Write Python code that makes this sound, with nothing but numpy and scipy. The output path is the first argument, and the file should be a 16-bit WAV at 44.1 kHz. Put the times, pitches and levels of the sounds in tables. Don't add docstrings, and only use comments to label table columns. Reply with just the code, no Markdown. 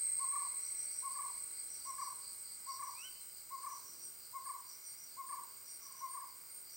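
import sys
import numpy as np
from scipy import signal
from scipy.fft import rfft, irfft
from scipy.io import wavfile
from scipy.ndimage import uniform_filter1d

SR = 44100
rng = np.random.default_rng(int(sys.argv[2]) if len(sys.argv) > 2 else 0)


def file_out(sig):
    cols = np.atleast_2d(sig).T
    lim = np.clip(cols, -1, 1)
    pcm = np.round(lim * 32767).astype(np.int16)
    wavfile.write(sys.argv[1], SR, pcm)


N = 298116
TIME, FREQS = np.arange(N) / SR, np.fft.rfftfreq(N, 1 / SR)


def gain_of(db):
    return 10 ** (np.asarray(db) / 20)


def unit_level(x):
    return x / np.sqrt(np.mean(abs(x) ** 2) + 1e-30)


def at_time(points, time_s):
    return np.interp(time_s, *np.transpose(points))


def spectrum(points):
    hz, value = np.transpose(points)
    return np.interp(np.log(FREQS + 1), np.log(hz + 1), value)


def add(mix, start_s, sound):
    start = round(start_s * SR)
    part = mix[..., max(start, 0):max(start + sound.shape[-1], 0)]
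    part += sound[..., max(-start, 0):][..., :part.shape[-1]]


def pan(x, left_db):
    return x * gain_of([[left_db / 2], [-left_db / 2]])


def band(hz, width_hz):
    return 1 / (1 + ((FREQS - hz) / width_hz) ** 2) ** 2


def noise(shape, likeness=1):
    left, other = rfft(rng.standard_normal((2, N)))
    right = likeness * left + np.sqrt(1 - likeness ** 2) * other
    return unit_level(irfft(np.array([left, right]) * shape, N))


def wander(rate_hz):
    return unit_level(irfft(rfft(rng.standard_normal(N)) * band(0, rate_hz), N))


def ripple(depth_db):
    bumps = unit_level(uniform_filter1d(rng.standard_normal(len(FREQS)), size=180))
    return gain_of(depth_db * np.tanh(bumps))


def sine(hz):
    return np.sin(2 * np.pi * np.cumsum(hz) / SR)


def swell(middle_s, length_s):
    out = np.zeros(N)
    add(out, middle_s - length_s / 2, signal.windows.hann(int(length_s * SR)) ** .5)
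    return out


def woods(x, decay_s, rise_s):
    t = np.arange(SR) / SR
    echoes = rng.choice([-1., 1.], (2, SR)) * (rng.random((2, SR)) < 3000 / SR)
    tail = echoes * gain_of(-60 * t / decay_s) * (1 - np.exp(-(t / rise_s) ** 2))
    scattered = signal.fftconvolve(x[None], tail, axes=1)[:, :N]
    return scattered * x.std() / scattered.std(axis=1, keepdims=True)


def insect_drone(throb_db=2.5, grain_db=2.1):
    # time_s, ring_db, rasp_db
    levels = [(0, -38, -43.5), (.3, -39, -48), (.6, -44, -47), (1.1, -47.5, -47), (1.6, -51, -50),
              (2.2, -68, -50), (2.8, -71, -53), (3.4, -85, -58), (4.2, -72, -62.5), (6.76, -89, -69)]
    # pitch_hz, waver_hz, level_db, fade_db_per_s
    tones = [(8426, 14, 2, 5), (8190, 16, -9, -1), (8231, 14, -6, 1), (8273, 14, -9, -1), (8380, 60, -5, 0),
             (8620, 50, -12, 1), (8825, 20, -13, -1), (9068, 10, -17, -1)]
    # pitch_hz, relative_db
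    rasp_colour = [(6500, -58), (7400, -34), (7850, -10), (8200, 0.5), (8450, -3.5), (8800, -5.5),
                   (9100, -12.5), (9400, -24), (10300, -29), (11500, -37)]
    sizes = np.array([gain_of(db - fade * TIME) for _, _, db, fade in tones])
    waves = [sine(hz + waver_hz * wander(rate_hz=88.5)) for hz, waver_hz, *_ in tones]
    ring = (sizes * waves).sum(0) / np.linalg.norm(sizes, axis=0)
    rasp = noise(gain_of(spectrum(rasp_colour)) * ripple(depth_db=3), likeness=.85)
    ring = unit_level(ring * gain_of(throb_db * wander(rate_hz=115)))
    rasp = unit_level(rasp * gain_of(grain_db * wander(rate_hz=500)))
    time_s, ring_db, rasp_db = np.transpose(levels)
    ring *= gain_of(np.interp(TIME, time_s, ring_db))
    rasp *= gain_of(np.interp(TIME, time_s, rasp_db))
    return pan(ring + rasp, left_db=-.5)


def air(wind_db=-65, gust_db=.6, fade_db=3, fizz_db=-60.5):
    # pitch_hz, relative_db
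    wind_colour = [(10, -22), (28, -12), (42, -10), (60, -6), (90, 0), (120, 1), (180, -1.5), (280, 1.5),
                   (520, 4.5), (750, 1), (1100, 4.5), (1550, 5), (1850, -5.5), (2700, -3.5), (3150, -3.5),
                   (3500, -8.5), (4200, -4), (6000, -2), (16000, -32.5)]
    # pitch_hz, likeness (-1 to 1)
    wind_likeness = [(30, 0.74), (60, 1), (125, 0.92), (250, -0.03), (500, -0.42), (1000, -0.45),
                     (2500, -0.0097), (6000, 0.89)]
    # time_s, level_db
    rumble_levels = [(0, -81.5), (2.7, -87.5), (3.3, -86), (4.7, -91), (5.2, -103), (6.76, -100)]
    # pitch_hz, relative_db
    fizz_colour = [(5000, -26), (7000, -8), (9800, -3.5), (10800, -7.5), (12300, 0.5), (13200, -2.5),
                   (14200, 5), (16000, -2.5)]
    wind = noise(gain_of(spectrum(wind_colour)), likeness=spectrum(wind_likeness))
    wind *= gain_of(wind_db + gust_db * wander(rate_hz=3) + fade_db * np.linspace(.5, -.5, N))
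    rumble = noise(band(hz=42, width_hz=12)) * gain_of(at_time(rumble_levels, TIME))
    fizz = noise(gain_of(spectrum(fizz_colour)) * ripple(depth_db=3.5), likeness=.71)
    fizz *= gain_of(fizz_db + 1.1 * wander(rate_hz=200))
    return wind + rumble + pan(fizz, left_db=-2)


def insect_chorus(flicker_db=1.97):
    # pitch_hz, width_hz, start_db, end_db, pulses_per_s, pulse_depth (0 to 1)
    bands = [(4150, 250, -66, -80, 0, 0), (4820, 570, -66, -69.5, 0, 0), (5730, 600, -71, -76.5, 0, 0),
             (7020, 260, -68.5, -71, 8.6, .28), (7820, 220, -66, -73, 17, .45),
             (8480, 530, -59.5, -57, 0, 0), (14640, 1100, -64, -63.5, 0, 0), (15560, 600, -61, -61, 0, 0)]
    out = np.zeros((2, N))
    for hz, width_hz, start_db, end_db, rate, depth in bands:
        pulse = 1 + depth * sine(rate * (1 + .08 * wander(rate_hz=3))) if depth else 1
        buzz = noise(band(hz, width_hz) * ripple(depth_db=4.5), likeness=.92)
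        buzz = unit_level(buzz * pulse * gain_of(flicker_db * wander(rate_hz=134)))
        out += pan(buzz * gain_of(np.linspace(start_db, end_db, N)), left_db=-3.5 * (hz / 15000) ** 2)
    return out


def far_trill(hz=2170, width_hz=260, purr_db=.5):
    # time_s, level_db
    levels = [(0, -63), (.8, -65), (1.4, -67.5), (2.2, -72), (3, -70.5), (4.4, -77.5), (4.85, -70),
              (5.4, -78), (5.7, -70.5), (6.76, -71.5)]
    purr = noise(band(hz, width_hz), likeness=.4) * gain_of(purr_db * wander(rate_hz=40))
    return unit_level(purr) * gain_of(at_time(levels, TIME))


def far_cricket(first_s=.005, hz=4660, width_hz=380, chirp_s=.17, strokes_per_s=70, uneven_db=1):
    # time_s, chirps_per_s
    tempo = [(0, 4.4), (2.3, 4.4), (2.9, 4.65), (4.7, 4.45), (5.2, 5.05), (6.76, 5.1)]
    # time_s, level_db
    levels = [(0, -63), (1.55, -62.5), (1.9, -57.5), (2.7, -57), (3.15, -64.5), (4.5, -63.5), (6.1, -65.5),
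              (6.76, -62.5)]
    chirps_so_far = np.cumsum(at_time(tempo, TIME)) / SR
    beats_s = first_s + np.interp(np.arange(chirps_so_far[-1]), chirps_so_far, TIME)
    loudness = sum(gain_of(at_time(levels, s) + uneven_db * rng.standard_normal()) * swell(s, chirp_s)
                   for s in beats_s)
    throb = 1 + .2 * sine(strokes_per_s + 10 * wander(rate_hz=9.8))
    return pan(loudness * throb * noise(band(hz, width_hz), likeness=.75), left_db=-2.2)


def owlet_voice(notes, leap_hz, crest, lateness, rasp_db):
    # pitch_multiple, relative_db
    overtones = [(2, -21.5)]
    voice = np.zeros(N)
    for start_s, length_s, db, top_hz, end_hz in notes:
        progress = np.linspace(0, 1, int(length_s * SR))
        jitters = uniform_filter1d(rng.standard_normal((2, N // 20)), size=80)
        shake, flutter = (unit_level(jitter)[:len(progress)] for jitter in jitters)
        rise = np.clip(1 - progress / crest, 0, 1)
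        fall = np.clip((progress - crest) / (1 - crest), 0, 1)
        hz = (top_hz - leap_hz * rise ** 2 + (end_hz - top_hz) * fall ** 1.3) * (1 + .002 * shake)
        phase = 2 * np.pi * np.cumsum(hz) / SR
        tone = np.sin(phase) + sum(gain_of(over_db) * np.sin(k * phase) for k, over_db in overtones)
        effort = abs(np.sin(np.pi * progress ** lateness)) ** .9
        rasp_size = gain_of(rasp_db) * np.sin(np.pi * progress ** (1 / 3)) ** 4
        rasp = rasp_size * (1 + flutter / 2) * np.sin(1.5 * phase)
        add(voice, start_s, np.sqrt(2) * gain_of(db) * (effort * tone + rasp))
    return voice


def warble(start_s, level_db, stress_db, hz, end_spread=.015):
    # delay_s, length_s, relative_db, top_pitch and end_pitch (shares of hz)
    slides = [(0, .036, -1.4, .96, .825), (.0315, .033, .7, 1, .82), (.0705, .044, -3.3, .98, .78),
              (.117, .05, -15.2, .92, .74)]
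    last_s = slides[-1][0]
    notes = []
    for delay_s, length_s, db, top, end in slides:
        note_db = level_db + db + stress_db * (delay_s / last_s) ** 3
        end_hz = end * hz * (1 + end_spread * rng.standard_normal())
        notes.append((start_s + delay_s, length_s, note_db, top * hz, end_hz))
    return notes


def owlet(sag_hz=90):
    # start_s, length_s, level_db, pitch_hz, warble_start_s, warble_db, stress_db, warble_hz
    hoots = [(.1863, .082, -45, 1103, .3193, -42.8, 2, 1190),
             (1.017, .088, -45.5, 1104, 1.151, -44.9, 5, 1180),
             (1.8451, .087, -47.3, 1102, 1.978, -43.3, -1, 1178),
             (2.6603, .075, -44.8, 1096, 2.788, -44.1, 1, 1168),
             (3.4987, .077, -45.5, 1100, 3.627, -44, -4, 1180),
             (4.3274, .0695, -44.7, 1092, 4.455, -44.9, -4.5, 1170),
             (5.1634, .073, -46, 1098, 5.288, -44.3, 0, 1174),
             (6.0015, .077, -43.5, 1085, 6.134, -46.2, -3.5, 1156)]
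    # delay_s, relative_db, left_db
    trunks = [(0.012, -13, 3), (.031, -11.5, 3), (.0396, -14.5, -1), (.057, -15, -6), (.0624, -11.5, -2.5),
              (.0921, -19, 0)]
    arches = [(start_s, length_s, db, hz, hz - sag_hz) for start_s, length_s, db, hz, *_ in hoots]
    warbles = [note for hoot in hoots for note in warble(*hoot[4:])]
    voice = owlet_voice(arches, leap_hz=203, crest=.409, lateness=1.35, rasp_db=-32)
    voice += owlet_voice(warbles, leap_hz=90, crest=.2, lateness=1.07, rasp_db=-21)
    out = pan(voice, left_db=5.7)
    for delay_s, db, left_db in trunks:
        add(out, delay_s, pan(gain_of(db) * voice, left_db))
    high_notes = irfft(rfft(voice) * band(hz=1200, width_hz=600), N)
    out += gain_of(-9.8) * woods(high_notes, decay_s=.64, rise_s=.04)
    return out + gain_of(-17.2) * woods(voice, decay_s=1.1, rise_s=.076)


def rattling_cricket(chirp_s=.1, spacing_s=.15, strokes_per_s=83, stroke_s=.007):
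    first_chirps = [.652, 1.733, 2.718, 3.73, 4.712, 5.692, 6.745]
    falling_hz = np.linspace(6060, 5430, int(stroke_s * SR))
    song = np.zeros(N)
    for middle_s in np.add.outer(first_chirps, spacing_s * np.arange(3)).ravel():
        for offset_s in np.arange(-chirp_s / 2, chirp_s / 2, 1 / strokes_per_s):
            detune, uneven_db, late = rng.standard_normal(3)
            stroke = unit_level(sine(falling_hz * (1 + .012 * detune)) * signal.windows.hann(len(falling_hz)))
            arch = np.cos(.85 * np.pi * offset_s / chirp_s)
            add(song, middle_s + offset_s + .00025 * late, gain_of(-55.5 + uneven_db) * arch * stroke)
    return gain_of(-1.5) * song + gain_of(-1.3) * woods(song, decay_s=.39, rise_s=.0014)[0]


def leaves():
    # middle_s, length_s, pitch_hz, width_hz, level_db
    stirs = [(3.97, .42, 350, 280, -71.5), (3.8, .55, 6400, 1600, -65), (1.5, .5, 400, 300, -78),
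             (5.35, .35, 330, 300, -78), (2.1, .5, 120, 40, -80), (2.85, .35, 120, 40, -82),
             (5.398, .005, 10000, 5000, -58)]
    return sum(gain_of(db) * swell(middle_s, length_s) * noise(band(hz, width_hz), likeness=.3)
               for middle_s, length_s, hz, width_hz, db in stirs)


def high_cricket(first_s=2.822, beat_s=.415, chirp_s=.09, stretch_s=.008, scrape_db=2.5):
    # time_s, level_db
    levels = [(2.8, -55), (3.25, -52.5), (4.07, -46), (4.9, -48.5), (5.3, -46.5), (5.7, -49), (6.13, -45.5),
              (6.55, -49.5)]
    start_hz, creep_hz_per_s, waver_hz = 8430, 76, 65
    loudness = sum(gain_of(at_time(levels, s)) * swell(s, chirp_s + k * stretch_s)
                   for k, s in enumerate(np.arange(first_s, N / SR, beat_s)))
    loudness *= unit_level(gain_of(scrape_db * wander(rate_hz=700)))
    song = loudness * sine(start_hz + creep_hz_per_s * (TIME - first_s) + waver_hz * wander(rate_hz=142))
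    return song + gain_of(-9) * woods(song, decay_s=.26, rise_s=.006)


def bird(beak_hz=2700):
    # time_s, pitch_hz, level_db
    whistle = [(2.932, 2200, -75), (2.975, 2460, -60), (3.015, 2620, -57), (3.05, 3020, -54),
               (3.078, 3060, -53), (3.094, 3020, -66)]
    time_s, hz, db = np.transpose(whistle)
    t = np.arange(time_s[0], time_s[-1], 1 / SR)
    pitch_hz = np.interp(t, time_s, hz) * (1 + .013 * wander(rate_hz=190)[:len(t)])
    phase = np.pi * np.cumsum(pitch_hz) / SR
    top_tone = gain_of(-15) * np.sin(3 * phase) / (1 + (pitch_hz / beak_hz) ** 12)
    tone = gain_of(-13.5) * np.sin(phase) + np.sin(2 * phase) + top_tone
    call = np.zeros(N)
    add(call, time_s[0], np.sqrt(2) * gain_of(np.interp(t, time_s, db)) * tone)
    return pan(call, left_db=-3) + gain_of(-7) * woods(call, decay_s=.8, rise_s=.014)


def far_owlet(start_s=5.808, step_s=.04, note_s=.039, loudest_s=5.905, peak_db=-58.5):
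    top_hz, step_down_hz, end_hz = 1180, 22, 960
    notes = []
    for k in range(5):
        time_s = start_s + k * step_s
        db = peak_db - 9 * ((time_s - loudest_s) / .1) ** 2
        notes.append((time_s, note_s, db, top_hz - k * step_down_hz, end_hz))
    voice = owlet_voice(notes, leap_hz=90, crest=.13, lateness=1.1, rasp_db=-13)
    return voice + gain_of(-2.5) * woods(voice, decay_s=.51, rise_s=.023)


def scene():
    insects = insect_drone() + far_trill() + high_cricket() + rattling_cricket() + far_cricket()
    insects += insect_chorus()
    return owlet() + far_owlet() + bird() + insects + air() + leaves()


def record(dry):
    cutoff_hz = 15850
    low_pass = signal.firwin(1023, cutoff_hz, window=("kaiser", 9), fs=SR)
    return signal.oaconvolve(dry, low_pass[None], "same")


dry = scene()
out = record(dry)
file_out(out)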